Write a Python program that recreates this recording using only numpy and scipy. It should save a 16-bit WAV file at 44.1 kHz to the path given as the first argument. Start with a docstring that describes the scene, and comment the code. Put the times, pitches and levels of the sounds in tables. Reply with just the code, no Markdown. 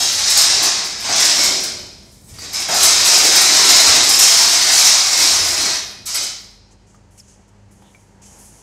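"""A loud metallic hiss fills a workshop: a thin steel sheet full of cut-outs is dragged and lifted off slats.
Scraping and catching edges, filtered noise and pushes, are convolved with the ring of sheet, table and hall;
treble dies first. Shaped noise makes the bangs, rumble and room, wavering sines the hum of the shop.
Afterwards the carried sheet rustles in bands of flickering noise and ticks in short clusters of modes.
One signal feeds both channels; its loudest peaks clip."""
import sys
import numpy as np
from scipy import signal
from scipy.fft import rfft, irfft, next_fast_len
from scipy.io import wavfile
from scipy.ndimage import uniform_filter1d

SR = 44100
rng = np.random.default_rng(int(sys.argv[2]) if len(sys.argv) > 2 else 0)


def master(y):
    """Save y as 16-bit WAV."""
    cut = np.clip(np.atleast_2d(y).T, -1, 1)
    pcm = np.round(cut * 32767)  # scale
    wavfile.write(sys.argv[1], SR, pcm.astype(np.int16))


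def convert_level_to_amplitude(level_db):
    """Map a level in decibels to its linear amplitude factor."""
    exponent = np.asarray(level_db, float) / 20
    return 10 ** exponent


N = 380141
T = np.arange(N) / SR
SIZE = next_fast_len(N + SR)
HZ = np.fft.rfftfreq(SIZE, 1 / SR)
FREE_S = 6.05  # the sheet leaves the table


def spectrum(table, hz=HZ):
    """Spectral envelope: interpolates (Hz, value) points on a logarithmic frequency axis."""
    point_hz, value = np.transpose(table)
    return np.interp(np.log(np.maximum(hz, 1)), np.log(point_hz), value)


def curves(table):
    """Time envelopes: interpolates each column of a (s, value, ..) table linearly."""
    start_s, *columns = np.transpose(table)
    return [np.interp(T, start_s, column) for column in columns]


def shaped(gain, lo_hz, hi_hz):
    """Linear filtering of white noise, scaled to an expected rms of 1 between two frequencies."""
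    bins = rfft(rng.standard_normal(SIZE)) * gain
    inside = (HZ > lo_hz) & (HZ < hi_hz)
    return irfft(bins, SIZE)[:N] / np.sqrt(2 * np.sum(gain[inside] ** 2) / SIZE)


def walk(rate):
    """Slow random modulation: levels held for 1 / rate s and smoothed twice, spread near 1."""
    hold = int(SR / rate)
    levels = rng.standard_normal(N // 20)[np.arange(N) // hold]
    return 1.66 * uniform_filter1d(uniform_filter1d(levels, hold), hold)


def split(edges_hz):
    """Power-complementary crossover: steep neighbouring bands whose powers add up to 1."""
    below = [0 * HZ]
    below += [1 / (1 + (HZ / hz) ** 14) for hz in edges_hz]
    below += [1 + 0 * HZ]
    return np.sqrt(np.maximum(np.diff(below, axis=0), 0))


# relative spectrum of the sheet's scraped ring: pitch_hz [Hz], level_db [dB per Hz]
SHEET_SPECTRUM = [(100, -30), (350, -14), (520, -21), (700, -11.5), (1700, -10), (2200, -7.5), (2900, -12),
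                  (3550, -9), (3800, -3), (4750, -1), (5050, 3), (6500, -2), (8200, -10), (9600, -18.5),
                  (11800, -20.5), (15500, -32)]
# decay of the dense ring before extra damping: pitch_hz [Hz], t60_s [s]
SHEET_DECAY = [(200, 1.0), (1000, 1), (2500, 1), (5000, 0.99), (7000, 0.64), (9500, 0.39), (12000, 0.24),
               (15500, 0.16)]
# modes that rise over the dense ring: pitch_hz [Hz, before flexing],
# level_db [dB, before the modes' offset and random spread], t60_s [s, capped at 1.2]
STANDOUT_MODES = [(651, -24, 0.63), (2210, -17, 0.6), (2480, -14, 1.7), (3030, -15, 0.87), (3270, -15, 1),
                  (3560, -22.5, 0.44), (3680, -19.5, 0.63), (4150, -7.5, .85), (4375, -9.5, 0.65),
                  (4970, -9.5, .65), (5290, -3.5, 0.5), (5640, -11, 0.44), (5900, -5, 0.73),
                  (6440, -10, 0.6), (6830, -14.5, .65), (8100, -15, 0.49)]


def ring(modes_db, flex, damping):
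    """Modal superposition: one tap starts a dense field fading by pitch, with a few modes standing out."""
    hz, t, dense = signal.stft(rng.standard_normal(SR), SR, nperseg=256)
    rate = damping * np.log(1000) / spectrum(SHEET_DECAY, hz)[:, None]
    fading = dense * np.sqrt(2 * rate / SR) * np.exp(-rate * t)
    tail = signal.istft(fading, SR, nperseg=256)[1][:SR]
    mode_hz, db, t60 = np.transpose(STANDOUT_MODES)[:, :, None]
    # each place on the sheet excites the modes with other strengths; flexing shifts them a little
    size, shift = rng.uniform(-1, 1, (2, len(db), 1))
    # the sheet's spectrum is taken out here because the driving force already carries it
    level = convert_level_to_amplitude(db + modes_db - spectrum(SHEET_SPECTRUM, mode_hz) + 4 * size)
    fade = level * np.exp(-np.log(1000) * T[:SR] / np.minimum(t60, 1.2))
    modes = fade * np.sin(2 * np.pi * mode_hz * (1 + flex * shift) * T[:SR])
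    return tail + np.sum(modes, axis=0)


def supply(db, t60):
    """Energy balance: the force that holds a ring at this level makes up what decays and what swells."""
    power = convert_level_to_amplitude(db) ** 2
    swell = uniform_filter1d(np.diff(power, prepend=0), size=200, origin=99, mode="constant")
    return np.sqrt(np.maximum(power + swell * SR * t60 / (2 * np.log(1000)), 0))


# mean decay of the four parts of the ring: boom, low ring, body, treble [s each]
PART_DECAY = (0.48, 0.79, 0.54, 0.22)
# an edge catches on a slat: start_s [s], level_db [treble, dB before the crest offset],
# low_db [low ring relative to treble, dB]
SLAT_CATCHES = [(0.1221, -23.5, -13.5), (0.297, -13, -15.5), (0.369, -10.5, -24), (0.413, -12, -16.5),
                (0.6253, -12.5, -11.5), (0.7402, -28.5, -15), (0.843, -21.5, -15), (0.996, -22.5, -15),
                (1.088, -20, 3.5), (1.1493, -18.5, -13), (1.1952, -14.5, -15.5), (1.241, -11.5, -10.5),
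                (1.434, -12, -20), (1.5928, -25, -10), (1.633, -20, -12), (2.2836, -42, -12),
                (2.3845, -31, -16.5), (2.528, -17.5, -23), (2.595, -20.5, -11.5), (2.683, -14, -3),
                (2.7404, -7.5, -22), (2.829, -4, -14), (3.043, -14, -17.5), (3.254, -14.5, -15),
                (3.3457, -9, -11.5), (3.4127, -9, -15.5), (3.7953, -10, -9.5), (3.943, -14, -10.5),
                (4.0302, -8.5, -17), (4.0855, -11.5, -18), (4.1853, -9.5, -19), (4.614, -15.5, -15.5),
                (4.719, -12.5, -16), (5.1731, -16.5, -12.5), (5.216, -9, -10), (5.4715, -20.5, -15),
                (5.61, -21, -24), (6.0551, -15.5, -18), (6.1432, -14, -9), (6.2253, -17.5, -13)]


def catches():
    """Impulsive excitation: each catch is a sudden push fading out fast, on boom, low ring, body and treble."""
    crest_db, boom_db, body_db = -5, -20.5, -4.5  # all parts; boom re low ring; body re treble
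    chatter_s = .009  # time in which the push falls to 1/e
    force = np.zeros((4, N))
    push = np.exp(-T[:SR // 4] / chatter_s) * np.sqrt(2 / chatter_s)
    for s, db, low_db in SLAT_CATCHES:
        parts_db = np.array([low_db + boom_db, low_db, body_db, 0])
        i = int(s * SR)
        force[:, i:i + len(push)] += convert_level_to_amplitude(db + crest_db + parts_db)[:, None] * push
    return force * np.sqrt(np.array(PART_DECAY)[:, None] / (2 * np.log(1000)))


# scraping of the dragged sheet, intended ring level without catches:
# start_s [s], body_db [dB], treble_db [dB]
DRAG_LEVELS = [(0.0, -9.5, -26), (0.17, -19, -33), (0.35, -15.5, -31.5), (0.39, -10, -34),
               (0.58, -18.5, -37), (0.66, -16.5, -38.5), (0.98, -29.5, -46), (1.085, -22, -43.5),
               (1.097, -15.5, -46.5), (1.28, -12.5, -30), (1.35, -15, -26.5), (1.45, -12.5, -29),
               (1.65, -27.5, -42), (1.97, -52, -59.5), (2.25, -62.5, -51), (2.38, -42.5, -52),
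               (2.4, -34.5, -52), (2.525, -33.5, -45), (2.545, -20, -45), (2.678, -23, -41.5),
               (2.695, -14, -35), (2.8, -13.5, -24), (3.01, -12.5, -25), (3.2, -11, -20.5),
               (3.34, -14, -28), (3.44, -12.5, -25), (3.87, -12.5, -25), (4.01, -12.5, -35),
               (4.15, -12.5, -20), (4.68, -12, -26), (4.75, -10, -20), (5.1, -17.5, -29.5),
               (5.28, -10.5, -23), (5.56, -22, -30.5), (5.75, -19, -33), (6.052, -55, -64),
               (6.06, -29, -40), (6.15, -21.5, -36), (6.28, -27.5, -44), (6.33, -32, -47), (6.55, -70, -67)]
# bass of the ring beyond the rule that ties it to the body: start_s [s], low_db [dB], boom_db [dB]
BASS_OFFSETS = [(0, -3, -4), (.9, 0.5, 2.5), (1.4, -0.5, 6.5), (2.0, -5.5, 1), (2.75, 0.5, 2),
                (3.9, 1.5, 0.5), (4.2, -0.5, -3.5), (5.7, 1, 0.5), (6.1, -4.5, -6.5), (6.3, -6.5, -8.5)]
# the sheet comes off the slats: start_s [s], end_s [s]
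LIFT_TIMES = [(1.55, 1.75), (5.6, 5.8), (6.05, 6.35)]


def sheet():
    """Source and resonator: gritty scraping and catches drive the ring as the contact slides along."""
    edges_hz = (600, 3300, 8700)  # between boom, low ring, body and treble
    # low ring and boom below the body at full scraping; they sink more slowly than the body
    full_db, low_re_db, low_slope, boom_re_db, boom_slope = -12, -9, .8, -24, .55
    grit_db = 4  # unevenness of the scraping
    place_s = .12  # time the contact stays at one place
    lying_db, lifted_db = -63, -50  # the slats damp the standout modes until the sheet comes free
    lifted_damping = 1.5  # the table no longer rings along
    end_s = DRAG_LEVELS[-1][0]

    body_db, treble_db = curves(DRAG_LEVELS)
    low_offset, boom_offset = curves(BASS_OFFSETS)
    below_full = body_db - full_db
    boom_db = full_db + boom_re_db + boom_slope * below_full + boom_offset + 1.86 * walk(12)
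    low_db = full_db + low_re_db + low_slope * below_full + low_offset
    levels_db = (boom_db, low_db, body_db, treble_db)
    grit = rng.standard_normal(N) * convert_level_to_amplitude(grit_db * walk(300))
    grit = grit / np.std(grit)

    bins = 0
    gains = convert_level_to_amplitude(spectrum(SHEET_SPECTRUM)) * split(edges_hz)
    for gain, db, t60, push in zip(gains, levels_db, PART_DECAY, catches()):
        scraping = supply(db, t60) * (T < end_s)
        part = grit * np.hypot(scraping, push)
        bins = bins + rfft(part, SIZE) * gain / np.sqrt(np.mean(gain ** 2))
    step = int(place_s * SR)
    force = np.r_[np.zeros(step), irfft(bins, SIZE)]

    # overlapping stretches of force, each with the ring of its own place
    window = np.sin(np.pi * np.arange(2 * step) / (2 * step))
    out = np.zeros(len(force) + SR)
    for i in range(0, int(end_s * SR) + step, step):
        if any(a < i / SR < b for a, b in LIFT_TIMES):
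            tap = ring(lifted_db, 0.00203, lifted_damping)
        else:
            tap = ring(lying_db, 0.015, 1.0)
        heard = signal.fftconvolve(force[i:i + 2 * step] * window, tap)
        out[i:i + len(heard)] += heard
    return out[step:step + N]


# the sheet bangs flat on the table: start_s [s], level_db [dB, before the attack and fade]
BANG_TIMES = [(0.0, -27.5), (0.628, -30), (1.04, -31), (1.088, -23.5), (2.684, -19), (2.735, -27.5)]
# relative spectrum of a bang: pitch_hz [Hz], level_db [dB per Hz]
BANG_SPECTRUM = [(100, -13.5), (300, -7.5), (500, -9.5), (720, 5), (1000, -6.5), (1500, -4.5),
                 (3000, -15.5), (4500, -29)]


def bangs():
    """Damped impact response: a dull burst of noise, the table ringing briefly under the whole sheet."""
    attack_s, t60 = 0.0073, 0.44
    shape = 0
    for s, db in BANG_TIMES:
        attack = np.clip((T - s) / attack_s, 0, 1)
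        shape = shape + convert_level_to_amplitude(db) * attack * 1000. ** (np.minimum(s - T, 0) / t60)
    return shape * shaped(convert_level_to_amplitude(spectrum(BANG_SPECTRUM)) * (HZ < 6000) * (HZ > 80), 80, 6000)


# relative spectrum of the room noise before its bass cut: pitch_hz [Hz], level_db [dB per Hz]
ROOM_SPECTRUM = [(15, -38), (25, -7.5), (93, 1), (144, 1.5), (204, -4), (246, -6.5), (567, -11),
                 (703, -13.5), (945, -11), (1050, -18), (2060, -22.5), (3170, -35), (7300, -30.5),
                 (15500, -56.5)]
# mains-driven machines: pitch_hz [Hz, before phase wander], level_db [dB rms, before wavering]
MAINS_HUM = [(48.4, -57), (102.3, -57), (199.2, -58.5), (398.4, -71)]
# the table is knocked and rumbles: start_s [s, of the peak], level_db [dB rms at the peak],
# rise_s [s], t60_s [s]
TABLE_KNOCKS = [(0.17, -45.5, .05, .8), (2.325, -33, .012, .4), (2.9, -40, .1, .6), (3.9, -35.5, .03, .9),
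                (4.47, -45, .08, .6), (5.42, -36, .1, .9)]


def shop():
    """Stationary noise, modulated tones and table resonance: room, mains hum and a rumble that knocks swell."""
    room_db = -56.5  # 250-3000 Hz, before wavering
    table_hz, table_width_hz, table_db = 76, 5.8, 4.5
    rumble_db, drag_db, wander_db = -56.5, -49.5, 0.5  # always, added while dragging, unsteadiness

    bass_cut = HZ ** 2 / (HZ ** 2 + 170 ** 2)
    room = shaped(convert_level_to_amplitude(spectrum(ROOM_SPECTRUM)) * bass_cut, 250, 3000)
    room = room * convert_level_to_amplitude(room_db + walk(16) + 1.2 * walk(4))

    hum = 0
    for hz, db in MAINS_HUM:
        level = np.sqrt(2) * convert_level_to_amplitude(db + 2 * walk(11))
        hum = hum + level * np.sin(2 * np.pi * hz * T + 0.51 * walk(11.0))

    band = (HZ / 60) ** 4 / (1 + (HZ / 60) ** 4) / (1 + (HZ / 130) ** 2.0)
    band = band * (1 + convert_level_to_amplitude(table_db) / (1 + (2 * (HZ - table_hz) / table_width_hz) ** 2))
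    power = convert_level_to_amplitude(rumble_db) ** 2 + convert_level_to_amplitude(drag_db) ** 2 * (T < FREE_S)
    power = power * convert_level_to_amplitude(wander_db * walk(9)) ** 2
    rumble = shaped(band, 55, 180) * np.sqrt(power)

    swells = 0
    for s, db, rise, t60 in TABLE_KNOCKS:
        rising = np.exp(-((T - s) / rise) ** 2)
        fading = 1000. ** (np.minimum(s - T, 0) / t60)
        swells = swells + convert_level_to_amplitude(db) * np.where(T < s, rising, fading)
    table = 1 / np.sqrt(1 + (2 * (HZ - table_hz) / 30) ** 2)
    return room + hum + rumble + shaped(band * table, 60, 170) * swells


# small ticks of the sheet, each cut off after a sixth of a second: start_s [s],
# level_db [dB, before the cluster and click offsets], pitch_hz [Hz, centre of the cluster], t60_s [s]
SHEET_TICKS = [(2.387, -24, 4630, 0.35), (6.946, -43, 1240, 0.079), (7.822, -40, 800, 0.17),
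               (7.948, -38, 2260, 0.1), (8.238, -49, 2340, 0.11), (8.268, -48, 3100, 0.33),
               (8.417, -47, 990, 0.2)]


def ticks():
    """Damped modes and friction: each tick clicks and rings a small cluster; one slowing rub squeaks down."""
    spread = 0.053  # of the modes, as a share of the pitch
    click_db, click_s = -3.5, 0.0075  # broad click that starts a tick, time to fall to 1/e
    out, t = np.zeros(N), T[:SR // 6]
    nearby = rng.standard_normal((len(SHEET_TICKS), 5, 1))
    for (s, db, hz, t60), near in zip(SHEET_TICKS, nearby):
        modes = np.sin(2 * np.pi * hz * (1 + spread * near) * t)
        cluster = np.sum(modes * np.exp(-near ** 2), axis=0)
        cluster = convert_level_to_amplitude(db - 11.0) * cluster * np.exp(-np.log(1000) * t / t60)
        click = signal.lfilter([.2], [1, -.85], rng.standard_normal(len(t)))
        click = convert_level_to_amplitude(db + click_db) * click * np.exp(-t / click_s)
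        i = int(s * SR)
        out[i:i + len(t)] += cluster + click
    # the rubbing edge slows down, so its pitch falls
    s, length_s, db, from_hz, to_hz = 7.18, .04, -47, 7000, 4100
    part = np.clip((T - s) / length_s, 0, 1)
    phase = 2 * np.pi * np.cumsum(from_hz + (to_hz - from_hz) * part) / SR
    roughness = 0.5 + walk(760)
    return out + convert_level_to_amplitude(db) * np.sin(np.pi * part) ** 2 * roughness * np.sin(phase)


# relative spectrum of the rustle: pitch_hz [Hz], level_db [dB per Hz]
RUSTLE_SPECTRUM = [(880, -25), (1500, -12), (2920, -6.5), (3180, -8), (3720, -13), (6560, 7), (8220, 1),
                   (10900, -3.5), (12300, -12.5), (15500, -23)]
# the carried sheet rustles: start_s [s], level_db [peak of the middle band, dB rms before flicker],
# hold_s [s], t60_s [s], top_db [top band relative to the middle one, dB]
RUSTLE_TIMES = [(6.703, -55.5, .015, 0.1, -18.5), (6.86, -60.5, 0.0686, 0.18, -17),
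                (6.935, -59.5, 0.0089, 0.27, -17), (7.1, -62, .06, .1, -4), (7.17, -46.5, .02, 0.063, -6.5),
                (7.203, -58.5, .06, .3, -14.5), (7.272, -51.5, .015, .5, -16.5),
                (7.471, -63, .012, .06, -6.5), (7.704, -60, .015, .15, -1), (7.741, -62, .28, 0.68, -6),
                (8.211, -49, .04, .5, -13), (8.25, -51.5, .4, .8, -7), (8.378, -59, .08, .5, 6)]


def carry():
    """Amplitude-modulated band noise: soft flickering rustles rise, hold and fade, with one faint scrape."""
    attack_s, low_re_db = 0.011, -12.5
    sway_db, sway_low_db = -71, -70  # faint steady rustle: middle band, low band
    low, mid, top = convert_level_to_amplitude(spectrum(RUSTLE_SPECTRUM)) * split((4500, 9000))
    level, top_level = 0, 0
    for s, db, hold, t60, top_db in RUSTLE_TIMES:
        rise = np.clip((T - s) / attack_s, 0, 1) ** 2
        fade = 1000. ** (-np.maximum(T - s - attack_s - hold, 0) / t60)
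        shape = convert_level_to_amplitude(db) * rise * fade
        level = np.hypot(level, shape)
        top_level = np.hypot(top_level, convert_level_to_amplitude(top_db) * shape)
    rustle = shaped(mid, 4500, 9000) * np.hypot(level, convert_level_to_amplitude(sway_db))
    rustle = rustle + shaped(top, 9000, 13000) * top_level
    rustle = rustle + shaped(low, 1800, 4500) * np.hypot(convert_level_to_amplitude(low_re_db) * level, convert_level_to_amplitude(sway_low_db))

    s, half_s, db, hz, width_hz = 7.87, .05, -60, 3400, 700  # faint scrape while carrying
    scrape = shaped(np.exp(-((HZ - hz) / width_hz) ** 2), 1000, 6000)
    scrape = convert_level_to_amplitude(db) * np.exp(-((T - s) / half_s) ** 2) * scrape
    flicker = convert_level_to_amplitude(0.59 * walk(60))
    fade_in = np.clip((T - FREE_S - .4) / 0.22, 0, 1)
    return (scrape + rustle) * flicker * fade_in


def scene():
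    """Superposition: the pressures of all sources add at one microphone, heard alike in both channels."""
    return np.tile(sheet() + carry() + ticks() + shop() + bangs(), (2, 1))


def top_cut(x):
    """Nothing passes above the cut-off."""
    return signal.sosfilt(signal.butter(12, 15660, fs=SR, output="sos"), x)


def record(dry):
    """Saturation and band limiting: the loudest peaks clip, then a steep low-pass cuts the top."""
    ceiling, top_hz = 0.8, 15700
    low_pass = signal.ellip(10, .2, 80, top_hz, fs=SR, output="sos")
    clipped = np.clip(dry, -ceiling, ceiling)
    mix = signal.sosfilt(low_pass, clipped)
    return top_cut(mix)


dry = scene()
out = record(dry)
master(out)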